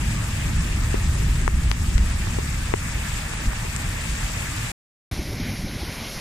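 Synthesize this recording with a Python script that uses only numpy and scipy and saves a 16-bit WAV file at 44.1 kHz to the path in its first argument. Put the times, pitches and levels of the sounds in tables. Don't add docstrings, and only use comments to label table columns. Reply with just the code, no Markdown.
import sys
import numpy as np
from scipy import signal
from scipy.fft import rfft, irfft
from scipy.io import wavfile
from scipy.ndimage import uniform_filter1d

SR = 44100
rng = np.random.default_rng(int(sys.argv[2]) if len(sys.argv) > 2 else 0)


def generate_wav(sig):
    pcm = np.round(np.clip(np.atleast_2d(sig).T, -1, 1) * 32767).astype(np.int16)
    wavfile.write(sys.argv[1], SR, pcm)


def volts(x):
    e = np.asarray(x, float) / 20
    return 10 ** e


N = 273720
FRAME_START = 208
TOP_HZ = 16050


def rms_one(x):
    return x / np.sqrt(np.mean(x ** 2) + 1e-20)


def in_time(rows):
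    s, *columns = np.transpose(rows)
    return [np.interp(np.arange(N) / SR, s, c) for c in columns]


def at_hz(points, hz):
    table_hz, value = np.array(points)[:, 0], np.array(points)[:, 1]
    return np.interp(np.log(hz), np.log(table_hz), value)


def follow(level_db, share, curve_db):
    return level_db + share * (curve_db - curve_db.mean())


def drift(rate):
    r = np.exp(-80 * np.pi * rate / SR)
    noise = rng.standard_normal(N // 40 + 2002)
    slow = signal.lfilter([1], [1, -2 * r, r * r], noise)[2000:]
    return np.interp(np.arange(N) / 40, np.arange(len(slow)), rms_one(slow))


def ring(clicks, hz, t60):
    r, w = volts(-60 / (t60 * SR)), 2 * np.pi * hz / SR
    return signal.lfilter([0, np.sin(w)], [1, -2 * r * np.cos(w), r * r], clicks + 1e-18)


def burst(hz, t60, size=2048):
    swing = ring(ring(np.eye(1, size)[0], hz, t60), hz, t60)
    return swing / np.abs(swing).max()


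def grains(per_s, spread_db):
    sizes = volts(spread_db * np.minimum(rng.exponential(1, (2, N)), 5)) * rng.choice([-1, 1], (2, N))
    return rms_one(sizes * (rng.random((2, N)) < per_s / SR))


def bands(source, colour, low_hz, high_hz, patchy_db, rate, stereo=True):
    # frequency in Hz, left-right correlation.
    likeness = [(25, 0.99), (60, 1), (130, 0.98), (260, 0.94), (400, 0.34), (700, 0.004), (1250, 0.43),
                (1750, 0.42), (2400, -0.51), (3400, 0.2), (6000, 0.093), (8000, 0.29), (9300, 0.58),
                (12000, 0.14)]
    # frequency in Hz, left minus right in dB.
    ports = [(300, 0), (700, -2), (1100, -0.4), (1800, -2.5), (2600, 3), (3400, 0.2), (5200, 3),
             (6100, 4.5), (7750, 10), (8700, 6.5), (9800, 1)]
    hz = np.maximum(np.fft.rfftfreq(N, 1 / SR), 1)
    mid, side = rfft(source) * volts(at_hz(colour, hz))
    alike = np.clip(at_hz(likeness, hz), -1, 1) if stereo else 1
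    tilt = volts(at_hz(ports, hz) / 2 * np.array([[1], [-1]])) if stereo else 1
    pair = tilt * (np.sqrt(1 + alike) * mid + np.sqrt(1 - alike) * side * [[1], [-1]])
    out, together = 0, drift(rate / 4)
    for centre in np.arange(np.log2(low_hz), np.log2(high_hz), .5):
        window = np.cos(np.pi * np.clip(np.log2(hz) - centre, -.5, .5))
        flicker = volts(patchy_db * (0.29 * together + drift(rate)))
        out = out + flicker * irfft(pair * window, N)
    return out / np.sqrt(np.mean(out.mean(axis=0) ** 2))


def evened(x, share):
    even_s = 0.047
    level = np.sqrt(uniform_filter1d(x.mean(axis=0) ** 2, int(even_s * SR)) + 0.024)
    return rms_one(x / level ** np.clip(share, 0, 1))


def gusty(wind_db, gusts, length_s):
    t = np.arange(N) / SR
    gust_power = sum(volts(2 * db) * np.exp(-((t - s) / length_s) ** 2) for s, db in gusts)
    return 10 * np.log10(volts(2 * wind_db) + gust_power)


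def gulps():
    # start in seconds, level in dB, pitch in Hz.
    bubbles = [
        (5.191, -25, 330),
        (5.398, -24, 250),
        (5.751, -24, 206),
        (5.83, -24.5, 322),
    ]
    out = np.zeros(N)
    for s, level_db, hz in bubbles:
        start = round(s * SR)
        out[start:start + 4096] += volts(level_db) * burst(hz, 5.5 / hz, size=4096)
    return out


def waterfall():
    # frequency in Hz, density in dB per Hz.
    fall_colour = [(12, -11), (30, 3), (98, -2.5), (240, -9), (420, -21), (620, -18), (1240, -25),
                   (1850, -20.5), (2180, -18.5), (2450, -19), (2750, -25), (3500, -23), (4400, -24),
                   (5200, -22), (7000, -27), (7850, -37.5), (9000, -28.5), (10900, -24), (13400, -33.5)]
    # time in seconds, wind in dB, plunge in dB.
    fall_levels = [(5.12, -28.5, -38.5), (5.24, -29.5, -39), (5.33, -30.5, -39), (5.5, -23, -38),
                   (5.64, -29, -40), (5.8, -30.5, -38.5), (6.07, -31, -37), (6.2, -35.5, -35.5)]
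    # time in seconds, peak in dB.
    fall_gusts = [(5.13, -27.5), (5.2, -27), (5.3, -23.5), (5.336, -29), (5.44, -27), (5.51, -38),
                  (5.58, -40), (5.65, -25.5), (5.76, -27.5), (5.83, -26), (5.89, -34), (6.01, -34),
                  (6.17, -31)]
    lull_db, gust_s = -8, 0.009
    pool_db, mist_mean_db, churn_db = -43.5, -44.5, -33.5

    wind_db, spray_db = in_time(fall_levels)
    plunge = spray_db - spray_db[-SR:].mean()
    gust = wind_db - wind_db[-SR:].mean()
    roar_db = pool_db + 0.73 * plunge + 0.25 * gust
    mist_db = mist_mean_db + 0.73 * plunge
    water = rng.standard_normal((2, N)) + 0.39 * grains(per_s=900, spread_db=2.0)

    def part(low_hz, high_hz, patchy_db, rate):
        return bands(water, fall_colour, low_hz, high_hz, patchy_db, rate, stereo=False)

    gust_db = gusty(wind_db + lull_db, fall_gusts, gust_s)
    wind = volts(gust_db) * evened(part(16.1, 100, patchy_db=3.0, rate=20.0), .6)
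    churn = evened(part(127.0, 370, patchy_db=3.5, rate=20.0), .3)
    wind = wind + volts(churn_db + gust + 0.27 * (gust_db - wind_db)) * churn
    roar = volts(roar_db) * part(466, 1100, patchy_db=3.0, rate=12.0)
    spray = volts(spray_db) * part(1235, 6000, patchy_db=1.35, rate=11.0)
    mist = volts(mist_db) * part(6720, 17000, patchy_db=1.5, rate=5.4)
    return (wind + roar + spray + mist)[0] + gulps()


def rumble():
    # frequency in Hz, density in dB per Hz.
    rumble_colour = [(8.8, -54), (15, -11), (46, 1), (64, -2.5), (110, -7.5), (150, -11.5), (232, -19.5),
                     (269, -23), (409, -30.5), (480, -46.5), (620, -75.5), (1060, -120)]
    # time in seconds, level in dB.
    mean_wind = [(0.0, -27.5), (0.38, -30.5), (0.6, -26), (1.5, -21), (2.0, -22), (2.5, -27.5), (3.3, -32),
                 (3.95, -32), (4.3, -34), (4.7, -35.5)]
    # time in seconds, peak in dB.
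    road_gusts = [(0.0, -24.5), (.08, -22), (0.482, -13), (.58, -14), (.78, -26), (1.08, -14.5),
                  (1.3, -20.5), (1.55, -15), (1.68, -16), (1.96, -9.5), (2.019, -15), (2.13, -24),
                  (2.28, -23), (2.62, -30), (2.97, -28), (3.15, -25.5), (3.489, -17), (3.88, -27),
                  (4.12, -20.5), (4.24, -23.5)]
    # time in seconds, level in dB.
    surge = [(0.0, -30), (0.05, -29.5), (0.29, -31.5), (0.54, -28.5), (0.73, -30.5), (1.39, -29.5),
             (1.71, -30.5), (1.98, -27.5), (2.13, -33.5), (2.16, -31), (3.36, -35), (3.49, -29),
             (3.53, -38), (3.76, -34), (3.82, -31.5), (4.03, -36), (4.58, -34), (4.7, -34)]
    roar_db, roar_gusts = 3, 0.11

    (wind_db,), (flood_db,) = in_time(mean_wind), in_time(surge)
    gust_db = gusty(wind_db, road_gusts, length_s=0.015)
    air = rng.standard_normal((2, N))
    lumps = evened(bands(air, rumble_colour, 16, 75, patchy_db=-0.3, rate=39.0), 0.6)
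    roar = evened(bands(air, rumble_colour, 93.7, 380, patchy_db=-1.84, rate=11.0), 0.19)
    return volts(gust_db) * lumps + volts(roar_db + flood_db + roar_gusts * (gust_db - wind_db)) * roar


def rain():
    # time in seconds, level in dB.
    downpour = [(0.0, -39.5), (1.13, -40), (1.6, -41.5), (2.39, -40), (2.9, -40), (3.1, -39), (3.48, -40),
                (4.4, -38.5)]
    # frequency in Hz, density in dB per Hz.
    rain_colour = [(260, -30), (450, -1.5), (537, -7), (848, -5.5), (1000, -4), (1200, -4.5), (1640, -3),
                   (2140, -1.5), (2750, -4), (3290, -9), (4500, -11), (5200, -11.5), (6190, -10.5),
                   (7200, -11.5), (7830, -8), (10100, -17.5), (11800, -17.5), (14300, -22.5), (15200, -19)]
    patter_db, = in_time(downpour)
    sizzle_db = follow(-38.5, 1.2, patter_db)
    fall = rng.standard_normal((2, N)) + .45 * grains(per_s=1400, spread_db=2.5)
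    patter = volts(patter_db + 2.0) * bands(fall, rain_colour, 519, 3000, patchy_db=1.5, rate=13.0)
    sizzle = volts(sizzle_db) * bands(fall, rain_colour, 4160, 17000, patchy_db=1.34, rate=33.0)
    return patter + sizzle


def slap(contact_hz, size=2048):
    # frequency in Hz, width in Hz, lift in dB.
    shell = [(1070, 300, -2), (2080, 430, 2)]
    vent_hz = 220
    contact = signal.butter(3, contact_hz, fs=SR, output="sos")
    vent = signal.butter(2, vent_hz, "high", fs=SR, output="sos")
    swing = signal.sosfilt(vent, signal.sosfilt(contact, np.eye(1, size)[0]))
    for hz, width_hz, lift_db in shell:
        r = np.exp(-np.pi * width_hz / SR)
        zeros = (1 - r * r) / 2 * np.array([1, 0, -1])
        poles = [1, -2 * r * np.cos(2 * np.pi * hz / SR), r * r]
        swing = swing + volts(lift_db) * signal.lfilter(zeros, poles, swing)
    return swing / np.abs(swing).max()


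def drops():
    # start in seconds, slap in dB, contact sharpness in Hz,
    # thud in dB, tick in dB.
    left_drops = [(0.94203, -30, 720, -7.5, -30), (1.2210, -28, 1200, -24, -26),
                  (1.4153, -30, 5000, -38, -16), (1.47805, 1, 1600, -13, -11.5),
                  (1.71470, 4, 5800, -22, -16), (1.98001, -4.5, 6500, -28, -19),
                  (1.9805, -17, 3000, -34, -30), (1.9819, -17, 2500, -34, -30),
                  (2.38552, -21, 700, -11.5, -30), (2.73833, -0.4, 1900, -3.6, -23),
                  (2.9819, -32, 900, -27, -32), (3.6509, -30, 1200, -25, -28),
                  (3.76297, -16, 5500, -30, -6.5)]
    right_drops = [(0.455, -29, 1290, -37, -23), (2.271, -16, 1500, -35, -48),
                   (2.721, -18.5, 1500, -40, -41), (3.336, -18, 1300, -36, -26),
                   (3.523, -26, 1200, -28, -54.5), (3.5325, -16, 2000, -38, -34)]
    far_slap_db = [-3.3, -2]
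    far_thud_db = -2.9
    body_hit_db = 5.9
    thud_reach = 1.22
    snap_db, knock_db = -22, -5.5
    shadow_hz, port_lag_s = 550, 0.00058
    slap_delay, tick_delay, thud_lag, knock_delay = [round(s * SR) for s in (.00033, .00043, .00005, .00073)]

    thud = ring(np.eye(1, 2048)[0], 395, t60=0.025)
    thud = thud + volts(knock_db) * ring(np.eye(1, 2048, knock_delay)[0], 940, t60=0.0105)
    tick = np.roll(burst(7660, t60=0.0009), tick_delay)
    snap = np.roll(burst(10800, t60=0.0006), tick_delay)
    shadow, lag = signal.butter(1, shadow_hz, fs=SR), round(port_lag_s * SR)
    out = np.zeros((2, N))
    for near, port_drops in enumerate([left_drops, right_drops]):
        for s, slap_db, contact_hz, thud_db, tick_db in port_drops:
            push = np.sign(slap_db - thud_db - body_hit_db)
            sharp = push * volts(slap_db) * np.roll(slap(contact_hz), slap_delay)
            sharp = sharp + volts(tick_db) * tick + volts(slap_db + snap_db) * snap
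            dulling = signal.butter(2, thud_reach * contact_hz, fs=SR)
            body = -push * volts(thud_db) * signal.lfilter(*dulling, thud)
            crossing = volts(far_slap_db[near]) * sharp + volts(far_thud_db) * np.roll(body, thud_lag)
            far = signal.lfilter(*shadow, crossing)
            at = round(s * SR)
            out[near, at:at + len(far)] += sharp + body
            out[1 - near, at + lag:at + lag + len(far)] += far
    return out


def limited(x):
    limit_db, release_db_s, squeeze = -13, 21, 0.19
    ramp = release_db_s * np.arange(N) / SR
    peak_db = 20 * np.log10(np.abs(x).max(axis=0) + 1e-9)
    over = squeeze * np.maximum(peak_db - limit_db, 0)
    held = np.maximum.accumulate(over + ramp) - ramp
    return x * volts(-uniform_filter1d(held, size=400, origin=-150))


def starved(x, steps, wander_db, cut_hz, strain=(), size=1024):
    n, k = np.arange(2 * size) + .5, np.arange(size) + .5
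    window = np.sin(np.pi * n / size / 2)[:, None]
    basis = window * np.cos(np.pi / size * np.outer(n + size / 2, k)) * np.sqrt(2 / size)
    early = size - FRAME_START
    halves = np.pad(x, (size + early, 2 * size - (N + early) % size)).reshape(-1, size)
    lines = np.hstack([halves[:-1], halves[1:]]) @ basis
    hz = k * SR / size / 2
    chance = rng.standard_normal((len(lines) // 2 + 1, size // 32))
    wander = np.kron(chance, np.ones((2, 32)))[:len(lines)]
    wander = .9 * wander + .7 * uniform_filter1d(wander, size=96, axis=1)
    t = (np.arange(len(lines))[:, None] * size - early) / SR
    strain_db = sum(db * np.exp(-((t - s) / length) ** 2) for s, db, length in strain)
    step = volts(at_hz(steps, hz) + wander_db * wander + strain_db)
    kept = np.sign(lines) * np.floor(np.abs(lines) / step + .4) * step * (hz < cut_hz)
    frames = kept @ basis.T
    return (frames[:-1, size:] + frames[1:, :size]).ravel()[early:early + N]


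def scene():
    # frequency in Hz, step in dB.
    road_step = [(500, -55), (4000, -50), (9000, -46), (10000, -35), (12000, -36.5), (13500, -38.5),
                 (15000, -42)]
    road_side_step = [(500, -55), (4000, -50), (9100, -46), (9200, -24), (12000, -31), (15000, -37)]
    fall_step = [(500, -55), (6000, -46), (6900, -38.5), (7600, -35.5), (8800, -34), (9400, -44),
                 (13500, -46)]
    fuzz_step = [(500, -58), (20000, -58)]
    # time in seconds, extra step in dB, length in seconds.
    road_strain = [(0.6, 4.5, .03), (1.05, 3, .04), (1.4, 6.5, .03), (1.88, 6, .04), (2.07, 3.5, .05),
                   (2.7, 3, .04), (3.65, 1.5, .04), (4.02, 3, .03), (4.52, 5, .05)]
    fall_strain = [(5.2, -6, 0.14), (5.48, 4, 0.13), (5.63, -5, .02), (5.7, 2, 0.045), (5.79, -5, .03),
                   (5.87, 4, .04), (5.93, -10, .025), (6.05, 1, .06)]
    road_end_s, fall_start_s = 4.7176, 5.1122

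    t = np.arange(N) / SR
    left, right = limited(rumble() + rain() + drops())
    mid = starved((left + right) / 2, road_step, wander_db=5, cut_hz=15120, strain=road_strain)
    side = starved((left - right) / 2, road_side_step, wander_db=7, cut_hz=15120, strain=road_strain)
    road = (mid + side * [[1], [-1]]) * np.clip((road_end_s - t) / 0.00027, 0, 1)

    fall = starved(waterfall(), fall_step, wander_db=3, cut_hz=13600, strain=fall_strain)
    fuzz_band = signal.cheby2(8, 50, [14000, 15400], "band", fs=SR, output="sos")
    fuzz = volts(-63.5 + 4.0 * drift(14.0)) * signal.sosfilt(fuzz_band, rng.standard_normal(N))
    fuzz = starved(fuzz, fuzz_step, wander_db=3.5, cut_hz=TOP_HZ)
    residue_band = signal.cheby2(6, 40, [6300, 10000], "band", fs=SR, output="sos")
    residue = volts(-57.0) * signal.sosfilt(residue_band, rng.standard_normal(N))
    return road + (fall + residue + fuzz) * np.clip((t - fall_start_s) / 0.0014, 0, 1)


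def roll_off(x):
    return signal.sosfilt(signal.butter(12, 15780, fs=SR, output="sos"), x)


def record(dry):
    ceiling = 1.05
    rounded = dry / (1 + (dry / ceiling) ** 6) ** (1 / 6)
    mix = signal.sosfilt(signal.cheby2(12, 60, TOP_HZ, fs=SR, output="sos"), rounded)
    return roll_off(mix)


dry = scene()
out = record(dry)
generate_wav(out)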